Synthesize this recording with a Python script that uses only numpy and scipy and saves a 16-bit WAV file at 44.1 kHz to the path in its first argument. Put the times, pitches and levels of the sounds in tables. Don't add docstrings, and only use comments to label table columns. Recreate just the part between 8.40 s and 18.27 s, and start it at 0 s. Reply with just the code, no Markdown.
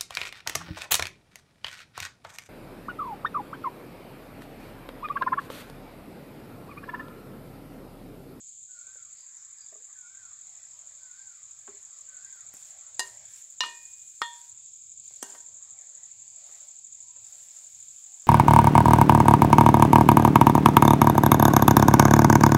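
import sys
import numpy as np
from scipy import signal
from scipy.io import wavfile
from scipy.ndimage import uniform_filter1d, map_coordinates

SR = 44100
rng = np.random.default_rng(int(sys.argv[2]) if len(sys.argv) > 2 else 0)


def inscribe(sig):
    pcm = np.round(np.clip(np.atleast_2d(sig).T, -1, 1) * 32767)
    wavfile.write(sys.argv[1], SR, pcm.astype(np.int16))


N = 435266


def amp(db):
    return 10 ** (np.asarray(db) / 20)


def evened(x):
    return x / np.sqrt(np.mean(x ** 2) + 1e-20)


def read(points, hz):
    f, value = np.transpose(points)
    return np.interp(np.log(hz + 1), np.log(f + 1), value)


def level(table, axis):
    table = np.array(table)
    return amp(np.interp(np.arange(N) / SR, table[:, 0], table[:, axis]))


def add(mix, s, sound):
    part = mix[round(s * SR):][:len(sound)]
    part += sound[:len(part)]


def ring(x, hz, width):
    return signal.lfilter(*signal.iirpeak(hz, hz / width, SR), x)


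def echoes(x, t60, db):
    t = np.arange(SR // 4) / SR
    tail = rng.standard_normal(len(t)) * amp(-60 * t / t60) * (t > .002)
    return x + amp(db) * signal.oaconvolve(x, tail / np.linalg.norm(tail))[:N]


def noise(spectrum, patchy_db, patch_s, size=1024):
    hop, hz = size // 4, np.fft.rfftfreq(size, 1 / SR)
    frames = np.arange(N // hop + 5)
    grid = rng.standard_normal((400, 80))
    where = np.meshgrid(frames * hop / SR / patch_s, 12 * np.log(1 + hz / 1500), indexing="ij")
    patches_db = patchy_db * map_coordinates(grid, where, order=1, mode="wrap")
    z = rng.standard_normal((len(frames), len(hz), 2)) @ [1, 1j]
    z *= amp(read(spectrum, hz) + patches_db)
    return evened(signal.istft(z.T, nperseg=size, noverlap=size - hop)[1][:N])


# (frequency [Hz], relative level [dB per Hz])
RUMBLE_SPECTRUM = [(15, -51.5), (25, -22), (37, -21.5), (59, -3.5), (103, 3), (184, -6), (233, -16),
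                   (420, -17.5), (550, -43), (920, -120)]
RUMBLE_DB, RUMBLE_SWELL_DB, RUMBLE_SWELL_S = -80, 3.5, 0.099


def rumble():
    knots = np.arange(0, N / SR + 1, RUMBLE_SWELL_S)
    swell = np.interp(np.arange(N) / SR, knots, rng.standard_normal(200)[:len(knots)])
    return amp(RUMBLE_DB + RUMBLE_SWELL_DB * swell) * noise(RUMBLE_SPECTRUM, 1.8, 0.068, size=2048)


# (time [s], low band [dB], middle band [dB], high band [dB])
HISS_LEVELS = [(0, -83, -100, -69.5), (.26, -96, -99, -71.5), (.42, -84, -83, -67.5),
               (1.0, -89.5, -81.5, -70), (1.5, -80, -80.5, -70.5), (2.0, -84, -81, -68.5),
               (2.4, -78, -79.5, -68), (2.9, -82, -81, -68), (4.4, -77, -79.5, -68), (4.84, -72, -80, -66),
               (5.1, -84, -86.5, -71.5), (5.45, -79.5, -91, -73), (5.76, -92, -102, -72),
               (5.9, -68.5, -74, -63.5), (6.15, -83, -87.5, -70), (6.6, -90, -99, -69.5),
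               (6.78, -80, -83.5, -66), (7.05, -78.5, -87.5, -70), (7.5, -75.5, -80.5, -69.5),
               (7.85, -78.5, -88.5, -68.5), (8.15, -70, -78.5, -63.5), (8.45, -86, -92, -71),
               (8.95, -76.5, -84, -66), (9.57, -85.5, -92, -67.5), (9.87, -75, -84.5, -68)]
# (frequency [Hz], relative level [dB per Hz])
LOW_AIR_SPECTRUM = [(250, -42), (420, -18), (600, -2), (850, -4.5), (1150, -19), (2000, -80)]
MID_AIR_SPECTRUM = [(500, -52.5), (800, -8), (1100, -1), (2000, 0.5), (2450, -1.5), (2700, -27.5),
                    (4000, -73.5)]
HIGH_AIR_SPECTRUM = [(1500, -67), (2300, -8), (2800, -12), (3500, -6.5), (5500, -5), (8800, -28.5),
                     (10000, -44), (11300, -14), (13000, -36.5), (15500, -24)]


def open_air_hiss():
    low = amp(1.5) * level(HISS_LEVELS, axis=1) * noise(LOW_AIR_SPECTRUM, 6.0, 0.074)
    mid = amp(9.5) * level(HISS_LEVELS, axis=2) * noise(MID_AIR_SPECTRUM, 4.85, .06)
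    high = amp(1.0) * level(HISS_LEVELS, axis=3) * noise(HIGH_AIR_SPECTRUM, 2.3, .08, size=512)
    return low + mid + high


# (time from its peak [ms], tooth rate [Hz], level [dB])
WING_STROKE = [(-5.5, 3900, -28.5), (-2, 3830, -13), (-1, 3720, 0.5), (2, 3560, -10.5), (5.5, 3420, -6),
               (6, 3242, -9.5), (7.5, 3130, -31)]
# (multiple of the tooth rate, level [dB])
WING_HARMONICS = [(1, -31.5), (2, -0.5), (3, -36), (4, -44.5)]


def stroke(pitch, start):
    ms, hz, db = np.transpose(WING_STROKE)
    t = np.arange(ms[0], ms[-1], 1000 / SR)
    turns = np.cumsum(pitch * np.interp(t, ms, hz)) / SR + start
    shape = uniform_filter1d(amp(np.interp(t, ms, db)), size=30) * signal.windows.tukey(len(t), .15)
    out = np.zeros(len(t))
    for k, harmonic_db in WING_HARMONICS:
        out += amp(harmonic_db) * shape ** max(k / 2, 1) * np.sin(2 * np.pi * k * turns)
    return out


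# (time [s], level [dB])
CHORUS_LEVELS = [(0.0, -46), (0.66, -48.5), (2.6, -49), (4.6, -48.5), (5.2, -48.5), (6.95, -48),
                 (9.87, -48)]
# (frequency [Hz], relative level [dB per Hz])
FAR_CHORUS_SPECTRUM = [(3240, -55), (5500, -38), (5850, -41.5), (6230, -13), (6600, -3.5), (7280, 2),
                       (7730, -2.5), (8480, -21.5), (8810, -48), (9200, -39.5), (12000, -57.5),
                       (20200, -120)]
CHORUS_PER_S = 900


def chorus():
    size = amp(3.8 * np.minimum(rng.exponential(1, N), 4)) * (rng.random(N) < CHORUS_PER_S / SR)
    singer = rng.integers(0, 8, N)
    strokes = np.zeros(N)
    for k, pitch in enumerate(np.linspace(.975, 1.025, num=8)):
        strokes += signal.oaconvolve(size * (singer == k), stroke(pitch, 0))[:N]
    close = amp(-7.5) * evened(echoes(strokes, 0.027, -1.6))
    far = amp(-3) * noise(FAR_CHORUS_SPECTRUM, 0.84, .05, size=512)
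    return level(CHORUS_LEVELS, axis=1) * (close + far)


def note(length, share, hz, db, flutter_db, flutter_s):
    u = np.arange(0, length, 1 / SR) / length
    grain = max(round(flutter_s * SR), 1)
    flutter = flutter_db * evened(uniform_filter1d(rng.standard_normal(SR // 2), grain))[:len(u)]
    tone = np.sqrt(2) * np.sin(2 * np.pi * np.cumsum(np.interp(u, share, hz)) / SR)
    return amp(np.interp(u, share, db) + flutter) * tone * signal.windows.tukey(len(u), .1)


# (start [s], length [s], top pitch [Hz], level [dB])
WHISTLE_CALLS = [(.28, 0.41, 1585, -66.5), (1.548, 0.39, 1604, -65), (2.597, .4, 1632, -67.5),
                 (3.67, .38, 1643, -64.5)]
# (share of the length, pitch as a share of the top, level [dB])
WHISTLE_OUTLINE = [(0, .93, -3), (.1, 0.94, -4.5), (.29, 0.88, 0.5), (0.419, 0.97, -9), (.51, 0.96, 2),
                   (.62, 1, -9), (.71, 0.92, -0.5), (0.901, .79, -12.5), (1, .715, -4)]
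# (start [s], length [s], first pitch [Hz], last pitch [Hz], level [dB], flutter [dB], flutter grain [s])
FALLING_NOTES = [(.76, 0.11, 5050, 4570, -70, 6, .004), (0.935, .09, 6070, 5900, -70, 7, .003),
                 (1.18, .09, 5020, 4500, -68.5, 7, .004), (2.264, 0.11, 1000, 963, -76.5, 7, .014),
                 (8.61, 0.21, 1003, 950, -74.5, 4, 0.013)]
TWEET_PEAK, TWEET_START_DB, TWEET_END_DB = .25, -11, -15


def birds():
    out, (share, pitch, shape_db) = np.zeros(N), np.transpose(WHISTLE_OUTLINE)
    for s, length, top_hz, db in WHISTLE_CALLS:
        add(out, s, note(length, share, top_hz * pitch, db + shape_db, 1.2, 0.01))
    outline_db = np.array([TWEET_START_DB, 0, TWEET_END_DB])
    for s, length, first_hz, last_hz, db, *flutter in FALLING_NOTES:
        hz = [first_hz, first_hz + TWEET_PEAK * (last_hz - first_hz), last_hz]
        add(out, s, note(length, [0, TWEET_PEAK, 1], hz, db + outline_db, *flutter))
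    return amp(1.5) * echoes(out, 0.55, -1.3)


# (time [s], peak level [dB], main resonance [Hz], nominal ring length setting the bandwidth [s])
TAP_EVENTS = [(0.467, -62, 530, 0.08), (0.555, -55.5, 543, 0.05), (1.324, -50, 645, 0.081),
              (1.354, -51.5, 428, 0.14), (1.403, -60.5, 501, .05), (3.277, -40, 1090, 0.011),
              (3.284, -43.5, 400, 0.094), (3.335, -58, 405, 0.21), (3.956, -57.5, 940, 0.021),
              (4.139, -48, 186, .05), (4.169, -54.5, 495, 0.068), (6.708, -54.5, 710, 0.02),
              (6.939, -50, 800, 0.025), (6.949, -43.5, 690, 0.02), (7.261, -63.5, 627, 0.06),
              (7.328, -66, 727, 0.043), (7.395, -62, 660, 0.057), (8.092, -52, 400, 0.044),
              (8.764, -59.5, 600, 0.073)]
# (time [s], approximate starting level [dB])
TICK_EVENTS = [(1.3304, -62), (2.2363, -69), (2.373, -62), (2.59, -92), (2.885, -70), (3.2779, -70),
               (3.8328, -67), (3.9581, -56), (4.139, -44), (5.1049, -51), (6.6563, -73.5), (8.8114, -62)]


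def small_things():
    out, t = np.zeros(N), np.arange(6000) / SR
    overtones = [(.65, -13.5), (1, 5), (1.45, -4.5), (1.8, -9.5), (2.7, -6.5), (4.6, -23)]  # (multiple, dB)
    for s, db, hz, length in TAP_EVENTS:
        push = uniform_filter1d(rng.standard_normal(len(t)) * np.exp(-t / 0.0032), size=12)
        tap = sum(amp(g) * ring(push, hz * k, k * 4.1 / length) for k, g in overtones)
        add(out, s, amp(db) * tap / abs(tap).max())
    out = echoes(out, 0.11, -0.5)
    for s, db in TICK_EVENTS:
        decay = np.exp(-t / .0015) + .12 * np.exp(-t / .02)
        tick = np.diff(rng.standard_normal(len(t)) * decay, n=2)
        add(out, s, amp(db) * 0.42 * tick)
    return out


PAIR_GAP_S = .0228
WEAKER_DB = 1.94
# (peak of first stroke [s], chirp number)
CHIRP_COUNT = [(.0713, 0), (.3914, 4), (.7862, 9), (1.108, 13), (1.265, 15), (1.4246, 17), (1.6706, 20),
               (2.7946, 34), (3.906, 48), (4.389, 54), (4.547, 56), (4.676, 57), (4.774, 58), (5.185, 63),
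               (5.2705, 64), (5.839, 71), (5.9336, 72), (6.017, 73), (6.577, 80), (7.553, 92), (8.208, 100),
               (8.7651, 107), (9.0074, 110), (9.4853, 116), (9.7995, 120)]
# (time [s], first stroke level [dB], second stroke level [dB])
STRONGEST_STROKES = [(0, -34, -35), (1.9, -36, -34), (2.7, -32.5, -36), (3.8, -34, -31.5),
                     (4.8, -32, -37.5), (5.5, -34.5, -31.5), (6.2, -34.5, -37), (6.6, -33.5, -30.5),
                     (7.4, -31.5, -33.5), (7.9, -33.5, -35), (8.6, -32.5, -33), (9.87, -33, -33.5)]


def near_cricket():
    at, number = np.transpose(CHIRP_COUNT)
    times = np.interp(np.arange(number[-1] + 1), number, at)
    out = np.zeros(N)
    chance = rng.standard_normal((len(times), 4))
    shortfall = WEAKER_DB * rng.exponential(1, (len(times), 2))
    when, first_db, second_db = np.transpose(STRONGEST_STROKES)
    for s, (pitch_1, phase_1, pitch_2, phase_2), (loss_1, loss_2) in zip(times, chance, shortfall):
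        start = s + WING_STROKE[0][0] / 1000
        first = stroke(1 + 0.0047 * pitch_1, phase_1)
        second = stroke(1 + 0.0085 * pitch_2, phase_2)
        add(out, start, amp(np.interp(s, when, first_db) - loss_1) * first)
        add(out, start + PAIR_GAP_S, amp(np.interp(s, when, second_db) - loss_2) * second)
    return echoes(out, 0.031, -9)


# (frequency [Hz], relative level [dB per Hz])
RUSTLE_SPECTRUM = [(200, -21), (600, -22.5), (1500, -6.5), (4000, -4), (8500, 6.5), (11000, -7),
                   (15500, -9.5)]
# (start [s], rise [s], hold [s], level before the common gain [dB])
RUSTLE_EVENTS = [(.9, .07, 0.011, -99), (2.14, .02, .01, -94), (2.33, .02, .02, -92),
                 (2.571, 0.012, .01, -84), (3.184, 0.023, 0.076, -90), (3.82, .02, .14, -84),
                 (4.128, 0.0082, 0.14, -68), (4.592, 0.0087, 0.075, -65), (4.8, 0.16, .02, -65),
                 (5.06, 0.035, 0.096, -79.5), (5.206, .01, 0.31, -71), (5.496, 0.046, 0.35, -74),
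                 (5.82, .01, 0.22, -72), (6.62, 0.025, .14, -78), (6.83, 0.0086, 0.11, -67.5),
                 (7.1, .1, 0.71, -89), (8.03, 0.037, 0.19, -77), (8.744, .12, 0.36, -71),
                 (9.2, 0.035, 0.79, -74)]
RUSTLE_FADE_DB_PER_S, RUSTLE_REST_DB = 130, -99


def rustling():
    t, gain = np.arange(N) / SR, amp(RUSTLE_REST_DB)
    for s, rise, hold, db in RUSTLE_EVENTS:
        swell = np.clip((t - s) / rise, 0, 1) ** 2
        fade_db = RUSTLE_FADE_DB_PER_S * np.maximum(t - s - rise - hold, 0)
        gain = np.maximum(gain, swell * amp(db - fade_db))
    return amp(11.5) * gain * noise(RUSTLE_SPECTRUM, 2.5, .03, size=256)


MODE_HZ = [395, 946, 1011, 1821, 1858, 2462, 1868, 2849, 2934, 3262, 3412, 3479, 3553, 3777, 3994, 4105,
           4219, 4500, 4825, 5109, 5655, 6400, 9300, 10150]
# (t60 before the blow's length factor [s], then level when struck at the
# near wall [dB], rim [dB], far wall [dB], floor [dB])
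PAN_MODES = [(0.36, -47, -69, -74, -55), (0.46, -38, -45, -34.5, -57), (0.23, -36, -29.5, -60.5, -63),
             (0.35, -30, -29.5, -38, -66), (0.2, -24, -61, -29, -53), (1.1, -82, -46, -69, -78),
             (0.46, -66, -37.5, -67, -65), (0.2, -32.5, -23.5, -45, -55), (0.21, -64, -28, -56.5, -72),
             (0.33, -62.5, -58, -40, -85), (0.44, -65, -53, -40.5, -66), (.22, -63, -38.5, -61.5, -76),
             (0.39, -65, -42, -39.5, -81), (.2, -54, -47, -51.5, -77), (.23, -45, -43, -69, -80),
             (0.11, -63, -27, -54.5, -68), (0.29, -60, -37.5, -43, -68), (.17, -62.5, -49, -59.5, -59),
             (0.18, -28.5, -57, -70, -76), (0.15, -61.5, -41, -65, -76), (0.075, -59, -29.5, -65.5, -76),
             (0.15, -30.5, -63, -63, -74), (.12, -59, -76.5, -70.5, -66), (.15, -54, -84, -79.5, -73)]
MODE_SIGN = [1, 1, -1, 1]
# (frequency [Hz], width [Hz], relative level [dB])
LADLE_KNOCK = [
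    [(930, 460, -3), (1750, 210, -7), (2860, 110, -12), (4200, 210, 0), (4930, 270, 0), (7140, 1500, 9.5),
     (9200, 600, -6), (12500, 3000, -21.5)],
    [(400, 540, -25), (1120, 250, -9.5), (2940, 150, -7.5), (3940, 530, -2), (4780, 340, -7),
     (5800, 210, -9), (7450, 480, -29)],
    [(600, 120, -31.5), (1270, 200, 7), (1970, 480, -2), (3100, 470, -2), (4090, 110, -11.5),
     (5910, 300, -21), (6770, 320, -29.5)],
    [(298, 200, -12.5), (780, 360, -4.5), (1520, 60, -11), (3140, 320, -17), (6380, 300, -3.5),
     (8040, 840, 1), (8440, 690, -9), (11700, 6600, -2)],
]


def blow(place, ring_db, lasting, knock_db, scrape_db, scrape_t60):
    t = np.arange(SR) / SR
    modes = np.zeros(len(t))
    for k, (t60, *struck_db) in enumerate(PAN_MODES):
        decay = amp(struck_db[place] - 60 * t / (t60 * lasting))
        modes += MODE_SIGN[place] ** k * decay * np.sin(2 * np.pi * MODE_HZ[k] * t)
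    rising = 1 - np.exp(-t / 0.00031)
    contact = rng.standard_normal(len(t)) * np.exp(-t / 0.0036) * np.minimum(t / 0.00017, 1)
    slips_db = 2.5 * evened(uniform_filter1d(rng.standard_normal(len(t)), size=150))
    skid = uniform_filter1d(rng.standard_normal(len(t)), size=3)
    knock, scrape = np.zeros(len(t)), np.zeros(len(t))
    for hz, width, db in LADLE_KNOCK[place]:
        gain = amp(db) / width ** .5
        knock += gain * ring(contact, hz, width)
        scrape += gain * ring(skid, hz, min(1.35 * width, hz))
    scrape_gain = amp(scrape_db + slips_db - 60 * t / scrape_t60)
    return amp(ring_db) * modes * rising + amp(knock_db) * knock / abs(knock).max() + scrape_gain * evened(scrape)


# (time [s], place 0 near wall, 1 rim, 2 far wall, 3 floor, ring level [dB], ring length [factor],
# knock peak level [dB], scrape starting level [dB], scrape t60 [s])
LADLE_BLOWS = [(4.594, 0, -4, 0.8, -10, -37, 0.25), (4.6020, 0, -13.5, 0.95, -16, -48, .1),
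               (5.2060, 1, -.5, 1.025, -13.5, -39, 0.38), (5.2351, 2, -7, 0.69, -23.5, -43, 0.17),
               (5.259, 3, -6, 1.03, -32, -50.5, 0.31), (5.8172, 2, 1, 0.98, -13, -39.5, .15),
               (6.8269, 3, 1, 1.2, -16, -47, 0.58), (6.949, 2, -30, 1.1, -47, -56, 0.04)]


def ladle():
    out = np.zeros(N)
    for s, *how in LADLE_BLOWS:
        add(out, s, blow(*how))
    band = signal.butter(2, [190, 8500], "bandpass", fs=SR, output="sos")
    return echoes(signal.sosfilt(band, out), 0.046, -19)


def scene():
    surroundings = rumble() + open_air_hiss() + chorus() + birds()
    nearby = small_things() + near_cricket() + rustling() + ladle()
    return (surroundings + nearby)[None]


EDGE_HZ = 15750


def record(dry):
    lowpass = signal.firwin(511, EDGE_HZ, window=("kaiser", 9), fs=SR)
    return signal.oaconvolve(dry, lowpass[None], "same")


dry = scene()
out = record(dry)
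inscribe(out)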